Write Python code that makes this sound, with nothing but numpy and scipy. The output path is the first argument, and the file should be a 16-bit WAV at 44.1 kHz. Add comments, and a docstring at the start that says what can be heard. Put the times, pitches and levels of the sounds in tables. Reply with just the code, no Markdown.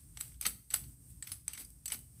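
"""A long blade hacks at thin woody stems in a forest thicket: six strokes in 2.2 s.
A faint rustle comes first. Each stroke is a cluster of contacts: bursts of fibre snaps excite stem, blade and
splinter filters, while shaken leaves rustle as enveloped noise. Dull noise thuds lie under strokes 2, 3, 5 and 6;
the blade sings on after stroke 4 as a fuzzy sine. Decaying noise tails give the forest echo; a high hiss and
a low rumble, both filtered noise, run throughout."""
import sys
import numpy as np
from scipy import signal
from scipy.fft import rfft, irfft, next_fast_len
from scipy.io import wavfile
from scipy.ndimage import map_coordinates

SR = 44100
rng = np.random.default_rng(int(sys.argv[2]) if len(sys.argv) > 2 else 0)


def materialize(psi):
    """Save the field psi as 16-bit PCM at rate SR to the path in sys.argv[1].

    A 1-D psi becomes a single channel; in a 2-D psi each row is a channel.
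    """
    bounded = np.clip(np.atleast_2d(psi).T, -1, 1)
    quanta = np.round(bounded * 32767).astype(np.int16)
    wavfile.write(sys.argv[1], SR, quanta)


N = 97020

# blade meets stem: (start [s], rise [s], decay [s], wood level [dB], blade ring level [dB], splinter level [dB],
# blade side modes [dB added], stem resonance [Hz], lowest wood frequency [Hz])
CONTACTS = [ (0.1721, 0.00035, 0.0039, -45.5, -43.5, -56, -11, 797, 447),
            (0.2040, 0.00058, 0.0032, -55, -54, -42, 2, 2290, 1100),
            (0.2083, .002, 0.0017, -42, -32.5, -46, -3.5, 2150, 1170),
            (0.319, 0.00045, 0.0055, -65, -77, -83, -2, 2100, 1000),
            (0.342, 0.0012, 0.0078, -65, -66, -71, 0, 3570, 1400),
            (0.4115, 0.00039, 0.0024, -47.5, -35, -35, 26, 2400, 1300),
            (0.4262, 0.0013, 0.0027, -50, -45, -56, -11, 2300, 1200),
            (0.4500, 0.0059, 0.0068, -30, -39, -39, 7, 1280, 1030),
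            (0.4618, 0.0019, 0.009, -33, -33.5, -33, 4, 3670, 255),
            (0.4656, .0004, 0.00095, -35, -26.5, -36, 8, 4500, 295),
            (0.5055, 0.0017, 0.0024, -54.5, -67, -64, -8, 4700, 990),
            (0.7040, 0.00023, 0.0019, -51.5, -39, -58, -6.5, 4440, 1770),
            (0.7101, 0.00019, .003, -47.5, -49, -46.5, 0, 2180, 1360),
            (0.7366, 0.0012, 0.0055, -44, -32.5, -44, 0, 3770, 503),
            (0.7405, 0.00043, 0.00029, -36.5, -23.5, -30.5, 0.5, 1086, 298),
            (0.7420, 0.00035, 0.004, -35.5, -32, -50, -2, 1270, 250),
            (0.7610, 0.0004, .0015, -46.5, -55, -37.5, 11, 1500, 200),
            (0.8380, .001, 0.009, -57.5, -64, -62, -4, 4500, 800),
            (1.2248, 0.00026, 0.0036, -46.5, -36, -72, -16, 1820, 1330),
            (1.268, 0.0061, 0.0058, -46, -47, -43.5, 1, 2160, 1350),
            (1.317, 0.0013, 0.0055, -41.5, -35.5, -42, 8.5, 5180, 880),
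            (1.4800, 0.00018, 0.00049, -43.5, -29, -42, 2.5, 2320, 600),
            (1.5328, 0.00098, 0.0049, -46.5, -41, -43, 9, 2820, 664),
            (1.5468, 0.00094, 0.009, -49.5, -49, -60, -12, 2180, 900),
            (1.5745, 0.0031, 0.0041, -45.5, -45, -62, -2, 2150, 717),
            (1.6440, 0.0047, 0.0058, -62, -46, -54, 13, 4900, 1500),
            (1.7040, 0.00026, 0.0013, -78, -63, -55.5, 12, 6140, 2000),
            (1.8573, 0.00023, 0.0047, -44.5, -33, -43, -7.5, 4570, 874),
            (1.879, 0.0009, 0.0064, -43.5, -36.5, -42, 3, 6240, 1100),
            (1.9020, 0.00017, 0.0028, -44.5, -49, -52, -3, 2210, 1300),
            (1.9197, .0005, 0.0037, -37, -30, -53, 2, 2930, 614),
            (1.9230, 0.0032, 0.0071, -44, -58, -41, -6, 870, 200),
            (1.9444, 0.0014, 0.0016, -48, -64, -43, 3, 2280, 404),
            (1.9900, 0.00066, .002, -68, -53.5, -52.5, 4, 4800, 1000), ]
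# blade modes, main one first: (frequency [Hz], width [Hz], gain [dB])
BLADE_MODES = [(7980, 153, 3), (4850, 58, -11.5), (6224, 99, -11.5), (8340, 420, -8.5), (8680, 410, -8.5),
               (9730, 274, -6.5), (11770, 440, -24.5), (11870, 75, -11)]
# wood filter, for stems and twigs: (frequency [Hz], gain [dB])
WOOD_COLOUR = [(100, -28), (300, -8), (600, -7.5), (850, -4), (1050, -7), (1350, -1), (1800, -2),
               (2200, -0.5), (2550, -1), (3000, -0.5), (3700, -1.5), (4500, 1), (5400, -3.5), (6200, 2.5),
               (7100, -11), (10000, -30.5), (16000, -15.5)]
# splinter filter: (frequency [Hz], gain [dB])
SPLINTER_COLOUR = [(500, -51), (5000, -9.5), (7300, -21.5), (8100, 6.5), (9800, -4), (10600, 2.5),
                   (12500, 4.5), (14000, 2.5), (15000, 2), (16000, -36)]
# blade singing on after sliding off a stem: (start [s], frequency [Hz], level [dB], t60 [s])
BLADE_ZINGS = [(1.320, 10010, -40, .13)]
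# clump shuddering under heavier blows: (start [s], rise [s], decay [s], level [dB])
CLUMP_THUDS = [(0.451, 0.025, 0.016, -54), (0.738, .012, 0.023, -58.5), (1.570, 0.014, 0.034, -62),
               (1.916, 0.03, 0.053, -61)]
# thud filter: (frequency [Hz], gain [dB])
THUD_COLOUR = [(60, -25), (110, -6), (160, 0.5), (250, 1.5), (340, -6.5), (480, -15), (900, -28),
               (3000, -58)]
# shaken foliage: (peak time [s], rise [s], decay [s], leaf drive [dB], twig drive [dB])
FOLIAGE_SHAKES = [ (0.010, 0.03, 0.038, -66, -70.5), (0.215, 0.025, 0.051, -49, -52.5),
                  (0.423, 0.0062, .04, -46.5, -45.5), (0.47, 0.0063, .022, -36, -46.5),
                  (0.722, 0.0081, 0.027, -50.5, -49), (0.749, .006, 0.026, -38, -43.5),
                  (1.105, 0.017, 0.031, -59.5, -91), (1.241, 0.0053, 0.011, -56, -54.5),
                  (1.293, 0.022, 0.038, -52.5, -53.5), (1.327, 0.0068, 0.028, -52, -58.5),
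                  (1.49, 0.0067, 0.025, -69, -49), (1.606, 0.03, 0.021, -45.5, -48),
                  (1.938, 0.025, 0.017, -41, -42), (2.190, 0.034, 0.034, -72, -75), ]
# leaf filter: (frequency [Hz], gain [dB])
LEAF_COLOUR = [(300, -53), (2000, -12.5), (5000, -8), (7200, -7.5), (8050, 10.5), (9000, 2), (9900, 9),
               (10600, 3.5), (12500, 4.5), (15000, -0.5), (16000, 2)]
# forest echo decay: (frequency [Hz], t60 [s])
ECHO_T60 = [(200, .35), (1000, 0.37), (4000, 0.38), (9000, 0.42), (16000, 0.53)]
# forest echo filter: (frequency [Hz], gain [dB])
ECHO_COLOUR = [(200, -1), (1500, -18), (5000, -15.5), (8000, -14.5), (11000, -13.5), (16000, -11)]
# hiss filter: (frequency [Hz], gain [dB])
HISS_COLOUR = [(300, -11.5), (1000, -22), (2000, -24.5), (3800, -28), (5200, -17), (7100, -16.5),
               (8100, -4.5), (8650, 2), (9500, -10), (11500, -8.5), (13000, -15), (15500, -12)]
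# hiss course: (time [s], level [dB])
HISS_LEVEL = [(0, -62.5), (.14, -63), (.3, -58), (.39, -67.5), (.6, -65.5), (.68, -67), (.9, -60),
              (.98, -67), (1.03, -61), (1.2, -64), (1.45, -66), (1.68, -60.5), (1.83, -66.5), (1.95, -56.5),
              (2.07, -64.5), (2.2, -61.5)]
# rumble filter: (frequency [Hz], gain [dB])
RUMBLE_COLOUR = [(20, -43), (38, -23), (54, 1), (75, -7), (98, -11), (122, -6.5), (160, -14), (210, -22),
                 (290, -21), (400, -40.5), (600, -55.5), (1500, -51.5)]
# rumble course: (time [s], level [dB])
RUMBLE_LEVEL = [(0.0, -58.5), (0.04, -57), (0.41, -56.5), (0.43, -55), (0.6, -55), (0.64, -72), (0.77, -52),
                (0.9, -50), (0.96, -64.5), (0.99, -59.5), (1.19, -55), (1.28, -60), (1.32, -53),
                (1.38, -59), (1.89, -60), (1.95, -57), (2.08, -60), (2.2, -55)]

LEVEL_WINDOW_S = 0.004  # contact levels: rms as if all energy fell in this window
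SNAPS_PER_S, SNAP_SPREAD_DB = 16000, 0.5
STRIKE_DB = 13  # sharp strike at the peak of the burst, re rms of the snaps before their envelope
STEM_Q, STEM_RING_DB = 12.2, 7.5
BEND_RATIO, BEND_DB = 2.7, -1.5  # second bending mode of the stem
ECHO_RISE_S = 0.0036
TOP_HZ = 15500


def cracks():
    """Each contact: a burst of fibre snaps with a strike at its peak, sounding in stem, blade and splinters."""
    out = np.zeros(N + SR)
    t = np.arange(SR // 10) / SR
    window_gain = np.sqrt(LEVEL_WINDOW_S * SR / len(t))
    for start_s, rise_s, decay_s, wood_db, ring_db, splinter_db, side_db, own_hz, lowest_hz in CONTACTS:
        envelope = np.minimum(t / rise_s, 1) * np.exp(-np.maximum(t - rise_s, 0) / decay_s)
        fibres = envelope * snaps(len(t), SNAPS_PER_S, SNAP_SPREAD_DB)
        fibres[round(rise_s * SR)] += amp(STRIKE_DB)
        wood = filtered(coloured(fibres, WOOD_COLOUR), lambda hz: stem(hz, own_hz, lowest_hz))
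        ring = filtered(fibres, lambda hz: blade(hz, side_db))
        splinters = coloured(fibres, SPLINTER_COLOUR)
        crack = amp(wood_db) * unit(wood)
        crack += amp(ring_db) * unit(ring)
        crack += amp(splinter_db) * unit(splinters)
        out[round(start_s * SR):][:len(t)] += crack * window_gain
    return out[:N]


def stem(hz, own_hz, lowest_hz):
    """Stem response: two bending modes; the thinner the stem, the less bass it radiates."""
    u = 1j * hz / lowest_hz
    high_pass = u ** 3 / ((1 + u) * (1 + u + u * u))  # third order
    modes = [(own_hz, STEM_RING_DB), (own_hz * BEND_RATIO, BEND_DB)]
    ringing = sum(amp(db) * resonance(hz, centre_hz, centre_hz / STEM_Q) for centre_hz, db in modes)
    return high_pass * (1 + ringing)


def blade(hz, side_db):
    """Blade response: the point of impact sets how strongly the side modes join the main one."""
    response = 0
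    for k, (centre_hz, width_hz, db) in enumerate(BLADE_MODES):
        mode_db = db + side_db * (k > 0)
        response = response + (-1) ** k * amp(mode_db) * resonance(hz, centre_hz, width_hz)
    return response


def resonance(hz, centre_hz, width_hz):
    """Response of one damped mode."""
    return 1j * hz * width_hz / (centre_hz ** 2 - hz ** 2 + 1j * hz * width_hz)


def snaps(size, per_s, spread_db):
    """Tiny fibre or leaf snaps: random moments, signs and strengths, rms 1."""
    fires = rng.random(size) < per_s / SR
    strength = amp(spread_db * np.clip(rng.standard_normal(size), -2, 2))
    sign = np.sign(rng.standard_normal(size))
    return unit(fires * strength * sign)


def zings(knots_per_s=160, rise_s=0.002):
    """The freed blade holds one high decaying tone; random phase makes it slightly fuzzy."""
    out = np.zeros(N + SR)
    t = np.arange(N) / SR
    for start_s, hz, db, t60_s in BLADE_ZINGS:
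        envelope = amp(db - 60 * t / t60_s) * np.minimum(t / rise_s, 1)
        tone = envelope * np.sin(2 * np.pi * hz * t + wobble(knots_per_s))
        out[round(start_s * SR):][:SR // 2] += tone[:SR // 2]
    return out[:N]


def thuds():
    """The clump of stems shudders: low noise with a soft onset and exponential decay."""
    t = np.arange(N) / SR
    shudder = np.zeros(N)
    for start_s, rise_s, decay_s, db in CLUMP_THUDS:
        rise = np.clip((t - start_s) / rise_s, 0, 1)
        decay = np.exp(-np.maximum(t - start_s - rise_s, 0) / decay_s)
        shudder += amp(db) * rise * decay
    return shudder * unit(coloured(rng.standard_normal(N), THUD_COLOUR))


def foliage():
    """Leaves and twigs brush each other as the stem jerks, then settle."""
    t = np.arange(N) / SR
    leaves, twigs = np.zeros(N), np.zeros(N)
    for peak_s, rise_s, decay_s, leaves_db, twigs_db in FOLIAGE_SHAKES:
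        shake = np.exp(-np.maximum((peak_s - t) / rise_s, (t - peak_s) / decay_s))
        leaves += amp(leaves_db) * shake
        twigs += amp(twigs_db) * shake
    brushing = snaps(N, per_s=12000, spread_db=3)
    crackling = snaps(N, per_s=6000, spread_db=5)
    return coloured(leaves * brushing, LEAF_COLOUR) + coloured(twigs * crackling, WOOD_COLOUR)


def forest(x):
    """Trunks and crowns scatter a diffuse tail, redrawn for every quarter second of sound."""
    out = np.zeros(N + 2 * SR)
    step = SR // 4
    for start in range(0, N, step):
        hz, t, bins = signal.stft(rng.standard_normal(SR // 2), SR, nperseg=256)
        fade = amp(-60 * t / along(ECHO_T60, hz)[:, None])
        rise = 1 - np.exp(-t / ECHO_RISE_S)
        tail = signal.istft(bins * fade * rise, SR)[1]
        echo = signal.fftconvolve(x[start:start + step], tail / np.linalg.norm(tail))
        out[start:][:len(echo)] += echo
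    return coloured(out[:N], ECHO_COLOUR)


def background(flutter_db=0.54):
    """A thin fluttering hiss, like far insects, over an uneven low rumble; both shaped noise."""
    hiss = unit(coloured(rng.standard_normal(N), HISS_COLOUR))
    rumble = unit(coloured(rng.standard_normal(N), RUMBLE_COLOUR))
    hiss_db = curve(HISS_LEVEL) + flutter_db * wobble(45)
    return hiss * amp(hiss_db) + rumble * amp(curve(RUMBLE_LEVEL))


def wobble(knots_per_s):
    """Smooth random curve from normal-distributed knots."""
    knots = rng.standard_normal(int(N * knots_per_s / SR) + 4)
    return map_coordinates(knots, [np.arange(N) * knots_per_s / SR])


def amp(db):
    """Decibels to gain."""
    return 10 ** (np.asarray(db) / 20)


def unit(x):
    """Scale to rms 1."""
    return x / np.sqrt(np.mean(x ** 2) + 1e-20)


def along(points, hz):
    """Interpolate (frequency [Hz], value) points on a log frequency axis."""
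    point_hz, values = np.transpose(points)
    return np.interp(np.log(hz + 1), np.log(point_hz + 1), values)


def curve(points):
    """Interpolate (time [s], value) points, one value per sample."""
    return np.interp(np.arange(N) / SR, *np.transpose(points))


def filtered(x, response):
    """Apply a complex frequency response, zero-padded."""
    size = 2 * next_fast_len(len(x))
    spectrum = rfft(x, size) * response(np.fft.rfftfreq(size, 1 / SR))
    return irfft(spectrum, size)[:len(x)]


def coloured(x, points):
    """Causal minimum-phase filter of the given (frequency [Hz], gain [dB]) shape."""
    def response(hz):
        cepstrum = irfft(np.log(amp(along(points, hz))))
        half = len(cepstrum) // 2
        cepstrum[1:half] *= 2  # fold onto positive time
        cepstrum[half + 1:] = 0
        return np.exp(rfft(cepstrum))
    return filtered(x, response)


def scene():
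    """Cutting, its forest echo and the background."""
    cutting = cracks() + zings() + thuds() + foliage()
    return (cutting + forest(cutting) + background())[None]


def record(dry):
    """The recorder's band limit: 0.1 dB lost per Hz above TOP_HZ."""
    band_limit = lambda hz: amp(-np.maximum(hz - TOP_HZ, 0) / 10)
    return np.array([filtered(channel, band_limit) for channel in dry])


dry = scene()
out = record(dry)
materialize(out)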